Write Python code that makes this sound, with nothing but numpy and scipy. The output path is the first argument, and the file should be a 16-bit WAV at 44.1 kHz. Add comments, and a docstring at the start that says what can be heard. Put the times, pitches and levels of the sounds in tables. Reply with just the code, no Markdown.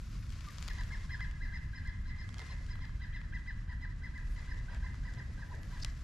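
"""From the start a low rumble of far traffic or water lies under a jacket that rustles close by: noise and tiny snaps.
A thin hiss flickers at the very top, and soon the cloth ticks: sharp snaps that strike short ringing tones.
Then come two soft sliding tones, and a large woodland bird calls some way off, mostly in quick pairs.
Its arched, nasal notes are stacks of sine waves; random echoes off bare trunks stretch them into a long haze.
Later the cloth also gives short rubs, which are grainy puffs of noise."""
import sys
import numpy as np
from scipy import signal
from scipy.fft import rfft, irfft
from scipy.io import wavfile

SR = 44100
rng = np.random.default_rng(int(sys.argv[2]) if len(sys.argv) > 2 else 0)


def persist_wave(psi):
    """Save psi, clipped to +-1, as 16-bit WAV."""
    counts = np.round(np.clip(psi, -1, 1) * 32767).astype(np.int16)
    wavfile.write(sys.argv[1], SR, np.atleast_2d(counts).T)


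N = 266055   # samples, about 6 s


def from_db(db):
    """Turn decibels into a gain."""
    return 10 ** (np.asarray(db) / 20)


def rms_one(x):
    """Scale a sound to an average (rms) level of 1."""
    return x / np.sqrt(np.mean(x ** 2) + 1e-20)


def in_time(rows):
    """Read each column of a table at every sample, in straight lines between its rows."""
    s, *columns = np.transpose(rows)
    return [np.interp(np.arange(N) / SR, s, column) for column in columns]


def at_hz(points, hz):
    """Read a spectrum table at any frequency, on a logarithmic axis."""
    table_hz, db = np.transpose(points)
    return np.interp(np.log(hz), np.log(table_hz), db)


def filtered(x, order, hz, kind="low"):
    """Filter a sound; hz is one cutoff, or the two edges of a band."""
    return signal.sosfilt(signal.butter(order, hz, kind, fs=SR, output="sos"), x)


def pan(x, db):
    """Make mono into stereo, with the left louder than the right by db."""
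    return np.array([x * from_db(db / 2), x * from_db(-db / 2)])


def add(track, s, sound):
    """Mix a sound into a track, starting at s seconds."""
    i = round(s * SR)
    track[..., i:i + sound.shape[-1]] += sound[..., :N - i]


def drift(rate):
    """Slow random wandering of spread 1; a higher rate (Hz) wanders faster."""
    step = 40   # samples between computed points
    r = np.exp(-2 * np.pi * step * rate / SR)
    noise = rng.standard_normal(N // step + 2002)
    slow = signal.lfilter([1], [1, -2 * r, r * r], noise)[2000:]   # skip the filter's start
    return np.interp(np.arange(N) / step, np.arange(len(slow)), rms_one(slow))


# how alike left and right are in the rumble and rustle: f/Hz, likeness (1 = the same)
LEFT_RIGHT_LIKENESS = [(60, .992), (150, .985), (280, .6), (600, .74), (2800, .78), (6000, .55),
                       (12900, .3)]
# how far those two lean to one side: f/Hz, left minus right level/dB
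LEFT_RIGHT_BALANCE = [(130, .2), (260, -2.8), (600, 0), (2800, 1), (6000, 2), (12900, 5)]


def coloured(spectrum, source):
    """Shape two noises by a spectrum, as the middle and sides of a stereo sound of rms 1."""
    hz = np.maximum(np.fft.rfftfreq(N, 1 / SR), 1)
    mid, side = rfft(source) * from_db(at_hz(spectrum, hz))
    alike = np.clip(at_hz(LEFT_RIGHT_LIKENESS, hz), -1, 1)
    lean = from_db(at_hz(LEFT_RIGHT_BALANCE, hz) / 2)
    mid = np.sqrt(1 + alike) * mid
    side = np.sqrt(1 - alike) * side
    return rms_one(irfft(np.array([(mid + side) * lean, (mid - side) / lean]), N))


# tone colour of the rumble, only relative: f/Hz, level/dB per Hz
RUMBLE_COLOUR = [(15, -27.5), (25, 1.5), (40, -1), (60, -2.5), (124, -11), (200, -21), (311, -31.5),
                 (420, -46), (600, -45), (800, -50.5), (1300, -41), (2500, -51), (7000, -72), (9000, -73),
                 (13300, -103)]


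def rumble():
    """Far low noise whose deep part surges unevenly, with its middle bass slowly gaining."""
    level_db, lumps_db, growth_db_per_s = -40, 1.1, .3
    noise = coloured(RUMBLE_COLOUR, rng.standard_normal((2, N)))
    # filtered forwards and backwards, so the parts stay lined up in time
    low = signal.sosfiltfilt(signal.butter(2, 350, fs=SR, output="sos"), noise)
    middle = signal.sosfiltfilt(signal.butter(1, [60, 170], "band", fs=SR, output="sos"), low)
    grow = from_db(growth_db_per_s * (np.arange(N) - N / 2) / SR) - 1
    surges = from_db(lumps_db * drift(7.0))
    return from_db(level_db) * (noise - low + surges * (low + grow * middle))


# how much the jacket moves, as the level of its hiss and snaps: t/s, level/dB
JACKET_MOVEMENT = [(0.0, -64), (0.39, -61), (0.65, -58.5), (0.97, -61), (1.29, -65.5), (2.1, -68.5),
                   (2.28, -65.5), (2.4, -61.5), (2.46, -59.5), (2.52, -62.5), (2.85, -67.5), (3.79, -69.5),
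                   (4.18, -67), (4.38, -63.5), (5.02, -65), (5.56, -64.5), (5.86, -60.5), (6.03, -62.5)]
# tone colour of hiss and snaps, only relative: f/Hz, level/dB per Hz
RUSTLE_COLOUR = [(780, -47), (1000, 2.5), (2000, -0.5), (3200, -4.5), (5000, -2.5), (7500, -7.5),
                 (8500, -14), (11000, -16.5), (13500, -33)]
# the dull part from the folds, before it follows the movement: t/s, level/dB
FOLD_LEVEL = [(0, -76.5), (1, -74.5), (2.4, -72.5), (3.5, -76.5), (4.7, -69), (5.6, -67.5), (5.75, -71.5),
              (6.03, -78.5)]


def tiny_snaps(move_db):
    """Random snaps that come faster when the cloth moves more, each with one of four tone colours."""
    usual_per_s, follow = 450, 1.5   # follow: dB of rate per dB of movement
    busy = usual_per_s * from_db(follow * move_db + 6.2 * drift(13))
    size = from_db(2.4 * np.minimum(rng.exponential(1, N), 3.5))
    snaps = (rng.random(N) < busy / SR) * size * rng.choice([-1, 1], N)
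    edges, colour = np.geomspace(700, 13000, 7), rng.integers(0, 4, N)
    out = np.zeros(N)
    for k, (low, high) in enumerate(zip(edges, edges[3:])):
        mine = snaps * (colour == k) + 1e-18   # the tiny offset keeps the filter quick
        out += filtered(mine, 1, [low, high], "band") / np.sqrt((high - low) / SR)   # even out strength
    return out


def rustle():
    """Fabric slides on fabric: hiss with clumps of tiny snaps, and a duller part from the folds."""
    usual_db, folds_follow = -64.5, 1.18   # the dull part swings more than the hiss
    level_db, = in_time(JACKET_MOVEMENT)
    move_db = level_db - usual_db
    folds_db = in_time(FOLD_LEVEL)[0] + folds_follow * move_db
    snaps = tiny_snaps(move_db)
    hiss = rng.standard_normal((2, N)) * from_db(1.4 * drift(21))
    source = hiss + 1.7 * snaps * [[1], [.5]]
    folds = filtered(rng.standard_normal((2, N)), 2, [230, 700], "band")
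    folds = folds + .5 * folds[::-1]   # each channel shares some of the other
    folds = rms_one(folds * from_db(2.5 * drift(20)))
    return from_db(level_db) * coloured(RUSTLE_COLOUR, source) + from_db(folds_db) * folds


# the thin top hiss, midway between the two channels: t/s, level/dB
TOP_HISS_LEVEL = [(0.0, -82.5), (0.7, -76), (1.2, -90), (2.45, -95), (2.8, -90), (3.5, -99), (4.2, -94),
                  (5.1, -92), (5.73, -80), (6.03, -86)]


def top_hiss():
    """Flickering high noise, separate in each channel, with tiny clicks that both channels share."""
    sparks_per_s, spark_db, pan_db = 44, 22, 8.5   # sparks against the unfiltered hiss; louder on the left
    sparks = (rng.random(N) < sparks_per_s / SR) * from_db(spark_db + 4 * rng.standard_normal(N))
    flicker = rng.standard_normal((2, N)) * from_db(4.3 * drift(60))
    noise = rms_one(filtered(flicker + sparks, 2, [10500, 13000], "band"))
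    return from_db(in_time(TOP_HISS_LEVEL)[0] + pan_db / 2 * np.array([[1], [-1]])) * noise


# fabric ticks, peak before panning and the low cut:
# t/s, peak level/dB, brightness/dB per octave, left minus right level/dB
FABRIC_TICKS = [(0.294, -49, -3, 8), (0.304, -44.5, -1, 12), (0.324, -45, -3, 14), (0.408, -43.5, -4, 14),
                (0.4864, -41, -1, 6), (0.5839, -37, -4.5, 11), (0.612, -43, -9, 10),
                (0.6257, -33.5, -2, 7.5), (0.68, -35, 3, 8), (0.6848, -30.5, -4.5, 8.5),
                (0.734, -43, 7, -5), (0.784, -45, 1, 5), (0.81, -46, 0, 5), (0.835, -44, 2, 5),
                (1.2064, -36, -10.5, -2), (1.312, -43, -4, 8), (1.8745, -54.5, 8, 15),
                (2.291, -44, -7, -15), (2.328, -48, -7, -8), (2.343, -38.5, -4.5, -8),
                (2.383, -43, -3, -14), (2.3938, -38, -7, -9), (2.4015, -44, -5, -8), (2.4179, -45, -5, -14),
                (2.665, -50.5, -3, -5), (2.7556, -41, -17, 6), (2.791, -44, -14, 2), (2.853, -43, -8, 4),
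                (2.8945, -45.5, -25, 6), (3.215, -43.5, -12, 9), (4.179, -51.5, 5, 5), (4.545, -50, 0, 0),
                (4.63, -64, 3, 4), (4.641, -62, 7, 2), (4.747, -45, -3, 8), (4.787, -57, -2, 2),
                (4.9438, -42, -15, 7), (5.138, -47, 1.5, 4), (5.551, -49, 7, 4), (5.6325, -43, 3, 4),
                (5.775, -48, -5, 2), (5.835, -38, 1, 1.1), (5.8475, -24.5, -1, 6), (5.898, -49, 1, 0)]
# short ringing tones in every tick: f/Hz, relative level/dB, time to fall 60 dB/s
TICK_TONES = [(1300, -9, .006), (2200, -7, .005), (3300, -1, .006), (4600, 0, .005), (5800, -5, .004),
              (7100, -3, .004), (9000, -12, .003), (12000, -18, .003)]


def ticks():
    """Each tick is a sharp snap that also strikes the same short tones, with strengths of its own."""
    crack_db = 18   # for a tick of neutral brightness, before the peak is set
    out, t = np.zeros((2, N)), np.arange(900) / SR
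    shape = (len(FABRIC_TICKS), len(TICK_TONES))
    chance, delay = rng.standard_normal(shape), rng.random(shape)
    crack = filtered((t == 0).astype(float), 2, [1500, 6500], "band")
    for (s, db, tilt_db, pan_db), chances, delays in zip(FABRIC_TICKS, chance, delay):
        sound = crack * from_db(crack_db - abs(tilt_db))
        for (hz, level_db, t60), c, d in zip(TICK_TONES, chances, delays):
            strength = from_db(level_db + tilt_db * np.log2(hz / 4000) + 1.5 * c)
            late = np.maximum(t - d * .0004, 0)   # the tones start a little apart
            sound = sound + strength * from_db(-60 * late / t60) * np.sin(2 * np.pi * hz * late)
        add(out, s, pan(from_db(db) * sound / np.max(np.abs(sound)), pan_db))
    return filtered(out + 1e-18, 2, 800, "high")


# two soft tones before the calls, level before they are doubled and faded:
# start t/s, length t/s, first f/Hz, last f/Hz, level/dB
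SLIDING_TONES = [(0.464, 0.04, 1204, 1165, -54), (0.484, 0.0347, 2250, 1436, -61)]


def sliding_tones(direct, sent):
    """Soft sine waves whose pitch slides down, heard straight and also sent into the trees."""
    for start, length, first_hz, last_hz, db in SLIDING_TONES:
        n = round(length * SR)
        phase = 2 * np.pi * np.cumsum(np.linspace(first_hz, last_hz, n)) / SR
        slide = np.sin(phase) * np.hanning(n) ** 0.63
        add(direct, start, 2 * from_db(db) * slide)
        add(sent[0], start, from_db(db - 10) * slide)


# one note, dying away on its low pitch after the arch:
# share of the arch length, pitch against the top, swell level/dB
NOTE_ARCH = [(0, .775, -1), (.2, .785, 0), (.27, .86, -1), (.33, .96, 0), (.39, .992, 0), (.5, 1, 0),
             (.66, .98, 0), (.78, .93, 0), (.9, .862, 0), (1, .805, 0), (1.13, .765, -4)]
# resonances of throat and bill that the upper partials slide through: f/Hz, level/dB
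BILL_RESONANCES = [(2300, -2), (2700, 2), (2950, -4), (3250, 0), (3750, -4), (4080, 0), (4300, -8),
                   (4600, -10), (5050, 0), (7500, -3)]


def note(length, top_hz, shape_db, first_db, fourth_db, fifth_db, uneven_db):
    """One arched note: sine waves at multiples of one pitch (partials), each wavering on its own."""
    edge_s, throat_hz = .0035, 975   # the throat radiates little below throat_hz
    rasp_db, rasp_step_s, low_rasp_share = 4, .003, .4   # the two lowest partials break up less
    share, pitch, swell_db = np.transpose(NOTE_ARCH)
    t = np.arange(round(length * share[-1] * SR)) / SR
    hz = top_hz * np.interp(t / length, share, pitch)
    phase = 2 * np.pi * np.cumsum(hz) / SR
    edges = np.clip(np.minimum(t, t[-1] - t) / edge_s, 0, 1)
    second_db = np.interp(t / length, [.18, .5, .82], shape_db)
    partials_db = [first_db, second_db, fourth_db - 5, fourth_db, fifth_db, fourth_db - 16, fourth_db - 16]
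    waver = rng.standard_normal((len(partials_db), 8))
    out = 0
    for k, (db, w) in enumerate(zip(partials_db, waver), start=1):
        wobble_db = uneven_db * np.interp(t / length, np.linspace(0, 1, 8), w)
        steps = np.arange(0, .1, rasp_step_s)
        rasp = from_db(rasp_db * np.interp(t, steps, rng.standard_normal(len(steps))))
        throat = 1 / np.sqrt(1 + (throat_hz / (k * hz)) ** 16)
        if k > 2:
            colour = from_db(at_hz(BILL_RESONANCES, k * hz)) * rasp
        else:
            colour = rasp ** low_rasp_share
        out = out + from_db(db + wobble_db) * throat * colour * np.sin(k * phase)
    return np.sqrt(2) * edges * from_db(np.interp(t / length, share, swell_db)) * out


def branches(sung, length_s, count):
    """Close reflections off branches and ground roughen a note and drag out its treble."""
    twig_hz, twig_db, branch_db = 3000, -11, -13   # twigs return only the treble, and more of it
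    at, sign = rng.random((2, count))
    taps = np.zeros(round(length_s * SR) + 1)
    places = 1 + (at * (len(taps) - 2)).astype(int)
    taps[places] = from_db(-4 * at) * np.sign(sign - .5)   # later ones are weaker
    treble = filtered(sung, 4, twig_hz, "high")
    returned = from_db(branch_db) * (sung - treble) + from_db(twig_db) * treble
    out = signal.fftconvolve(returned, taps)
    add(out, 0, sung)
    return out


# bird notes, levels before throat, bill, rasp, swell and echoes: start t/s, arch length t/s, top f/Hz,
# 2nd partial at start, top and fall level/dB (3 columns), 1st, 4th and 5th partial level/dB (3 columns)
BIRD_NOTES = [(0.659, 0.055, 1056, -71, -58, -49.5, -60.5, -72, -81),
              (0.773, 0.042, 1002, -56.5, -48, -47.5, -54, -68, -61),
              (0.903, 0.05, 1068, -53.5, -48.5, -47.5, -61, -72, -73),
              (1.091, 0.057, 1042, -52.5, -50, -48.5, -66, -66, -66),
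              (1.192, 0.057, 1033, -50, -48, -48.5, -64, -64.5, -66),
              (1.402, 0.056, 1029, -52.5, -50, -51.5, -76, -78, -71),
              (1.52, 0.052, 1029, -51, -46.5, -50.5, -64, -70.5, -69),
              (1.731, 0.054, 1028, -52, -59, -52.5, -68, -77, -65.5),
              (1.848, 0.048, 1043, -51.5, -54, -50.5, -68, -75, -69),
              (2.053, 0.058, 1035, -54.5, -65, -56, -69, -73, -69),
              (2.168, 0.054, 1038, -77, -63, -55, -66, -72, -71),
              (2.367, 0.055, 1056, -62, -58, -55, -64, -65, -68),
              (2.482, 0.044, 1050, -70, -70, -56, -60.5, -64.5, -68),
              (2.685, 0.052, 1023, -59, -58, -62, -67, -71, -63),
              (2.802, 0.045, 1049, -62, -55, -53, -63.5, -69, -69),
              (2.998, 0.054, 1006, -60, -51.5, -54, -68, -70, -74),
              (3.126, 0.046, 1024, -65, -47, -50, -69, -65, -81),
              (3.323, 0.05, 1014, -51.5, -51.5, -51.5, -67, -68.5, -77),
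              (3.46, 0.05, 1015, -57, -44.5, -47, -66, -70, -66.5),
              (3.677, 0.053, 1004, -62, -51.5, -54, -61, -78, -75),
              (3.803, 0.051, 1016, -71, -53, -50.5, -64, -75, -72),
              (4.017, 0.054, 1016, -58, -46, -55.5, -68, -78, -73),
              (4.136, 0.052, 1024, -58, -53.5, -53.5, -69, -83, -78),
              (4.348, 0.044, 1018, -61, -57, -58, -65, -81, -80.0),
              (4.473, 0.051, 1023, -59, -56.0, -51, -65, -76, -74),
              (4.681, 0.056, 990.5, -51.5, -72, -58, -57.5, -77, -76),
              (4.822, 0.05, 1030.0, -56, -59, -55, -59, -73, -88),
              (5.033, 0.061, 1008, -60, -56, -54, -59.5, -85, -76),
              (5.161, 0.044, 1017, -72, -55, -51.5, -61, -70, -94),
              (5.374, 0.058, 1013, -54.5, -69.0, -53, -58.5, -75, -82.0),
              (5.497, 0.045, 1007, -70.0, -70, -54.5, -55, -87, -83),
              (5.708, 0.064, 1007, -60, -67, -58, -57.5, -73, -89),
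              (5.829, 0.052, 1026, -66, -59, -60, -66, -82.0, -96)]
# notes as sent into the trees, on the same footing: t/s, 1st, 2nd and 4th partial level/dB (3 columns)
SENT_LEVELS = [(0.6, -60, -52.5, -56), (1.3, -62.5, -53.5, -63.5), (2, -64.5, -52, -62),
               (3.002, -64, -52.5, -62), (4, -65, -54.5, -66), (4.5, -62, -53, -64.5),
               (4.85, -60.5, -53, -67), (5.3, -63, -55, -66), (6, -74, -58.5, -70)]
# added to the sent 2nd partial at start, top and fall of a note: level/dB (3 values)
SENT_SHAPE = [-5, 2, 1.5]


def calls(direct, sent):
    """The bird's notes as they arrive straight, and as they go into the trees from changing perches."""
    sent_fifth_db = 3.5   # 5th partial against the 4th
    s, first, second, fourth = np.transpose(SENT_LEVELS)
    for i, (start, length, top_hz, *shape_db, first_db, fourth_db, fifth_db) in enumerate(BIRD_NOTES):
        sung = note(length, top_hz, shape_db, first_db, fourth_db, fifth_db, uneven_db=1.6)
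        add(direct, start, branches(sung, .025, count=7))
        sent_shape_db = np.interp(start, s, second) + np.array(SENT_SHAPE)
        low_db, high_db = np.interp(start, s, first), np.interp(start, s, fourth)
        to_trees = note(length, top_hz, sent_shape_db, low_db, high_db, high_db + sent_fifth_db, uneven_db=3.5)
        add(sent[i % len(sent)], start, to_trees)


def forest(sent):
    """Echoes off scattered trunks: a quick near cluster and a long far haze, partly shared by both ears."""
    near_t60_s, far_t60_s, far_db, trunks_per_s = 0.083, 0.85, -15.5, 700   # t60: time to fall 60 dB
    haze_cut_hz = 2150   # twigs and air dull the far haze
    t, out = np.arange(round(1.3 * SR)) / SR, 0
    near = from_db(-60 * t / near_t60_s)
    far = from_db(far_db - 60 * t / far_t60_s)
    for x in sent:
        echoes = (rng.random((3, len(t))) < trunks_per_s / SR) * rng.standard_normal((3, len(t)))
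        ears = (0.73 * echoes[0] + echoes[1:]) * np.clip(t / 0.047, 0, 1)   # the echoes build up first
        ears = ears * near + filtered(ears * far, 2, haze_cut_hz)
        # give every echo pattern the same strength below the haze cutoff
        power = filtered(ears, 2, haze_cut_hz) ** 2 * SR / 2 / haze_cut_hz
        ears = ears / np.sqrt(np.sum(power, axis=1, keepdims=True))
        out = out + signal.fftconvolve(x[None], ears, axes=1)[:, :N]
    return out


# side on which the straight call is louder: t/s, left minus right level/dB
CALL_SIDE = [(0, 2), (2.2, 0.5), (4.3, 0.5), (4.8, -4), (5.3, -2), (6, -1)]


def bird_among_trees():
    """The straight call plus its forest echoes; both reach the left channel slightly later."""
    perches, left_lag = 9, 2   # left_lag in samples
    # the bird keeps moving, so the echo pattern changes from note to note
    direct, sent = np.zeros(N), np.zeros((perches, N))
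    sliding_tones(direct, sent)
    calls(direct, sent)
    call = pan(direct, *in_time(CALL_SIDE)) + forest(sent)
    call[0] = np.roll(call[0], left_lag)
    return call


# short rubs of the fabric, level before the swell and let-go:
# end t/s, length t/s, centre f/Hz, width f/Hz, level/dB
FABRIC_RUBS = [(2.433, 0.09, 4450, 7000, -71), (2.44, 0.11, 794, 900, -58.5),
               (2.546, 0.13, 910, 900, -65.5), (4.363, 0.15, 8700, 7000, -73.5),
               (4.784, 0.14, 1430, 1830, -58.5), (5.607, 0.18, 460, 460, -62),
               (5.806, 0.014, 4000, 5100, -56), (5.836, 0.022, 5000, 1300, -45),
               (5.91, 0.029, 5140, 1960, -66)]


def rubs():
    """Grainy puffs of noise in a broad resonance swell as the cloth drags and stop when it lets go."""
    out = np.zeros((2, N))
    for end, length, hz, width_hz, db in FABRIC_RUBS:
        n = round(length * SR)
        grain_gain = from_db(1.2 * np.repeat(rng.standard_normal(100), 80))   # a new gain every 80 samples
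        grains = rng.standard_normal((2, 8000)) * grain_gain
        noise = filtered(grains, 2, [hz - width_hz / 2, hz + width_hz / 2], "band")[:, -n:]
        drag = np.interp(np.arange(n) / n, [0, .7, .92, 1], [0, 1, 1, 0])
        add(out, end - length, from_db(db) * drag * rms_one(noise + .5 * noise[::-1]))
    return out


def scene():
    """Rumble, jacket, top hiss and the bird among trees, all added together."""
    return rumble() + rustle() + top_hiss() + ticks() + bird_among_trees() + rubs()


def record(dry):
    """Cut off the very top with a steep low-pass filter."""
    cutoff_hz = 13500 * 1.07   # where the filter reaches its full 50 dB cut
    return signal.sosfilt(signal.cheby2(10, 50, cutoff_hz, fs=SR, output="sos"), dry)


dry = scene()
out = record(dry)
persist_wave(out)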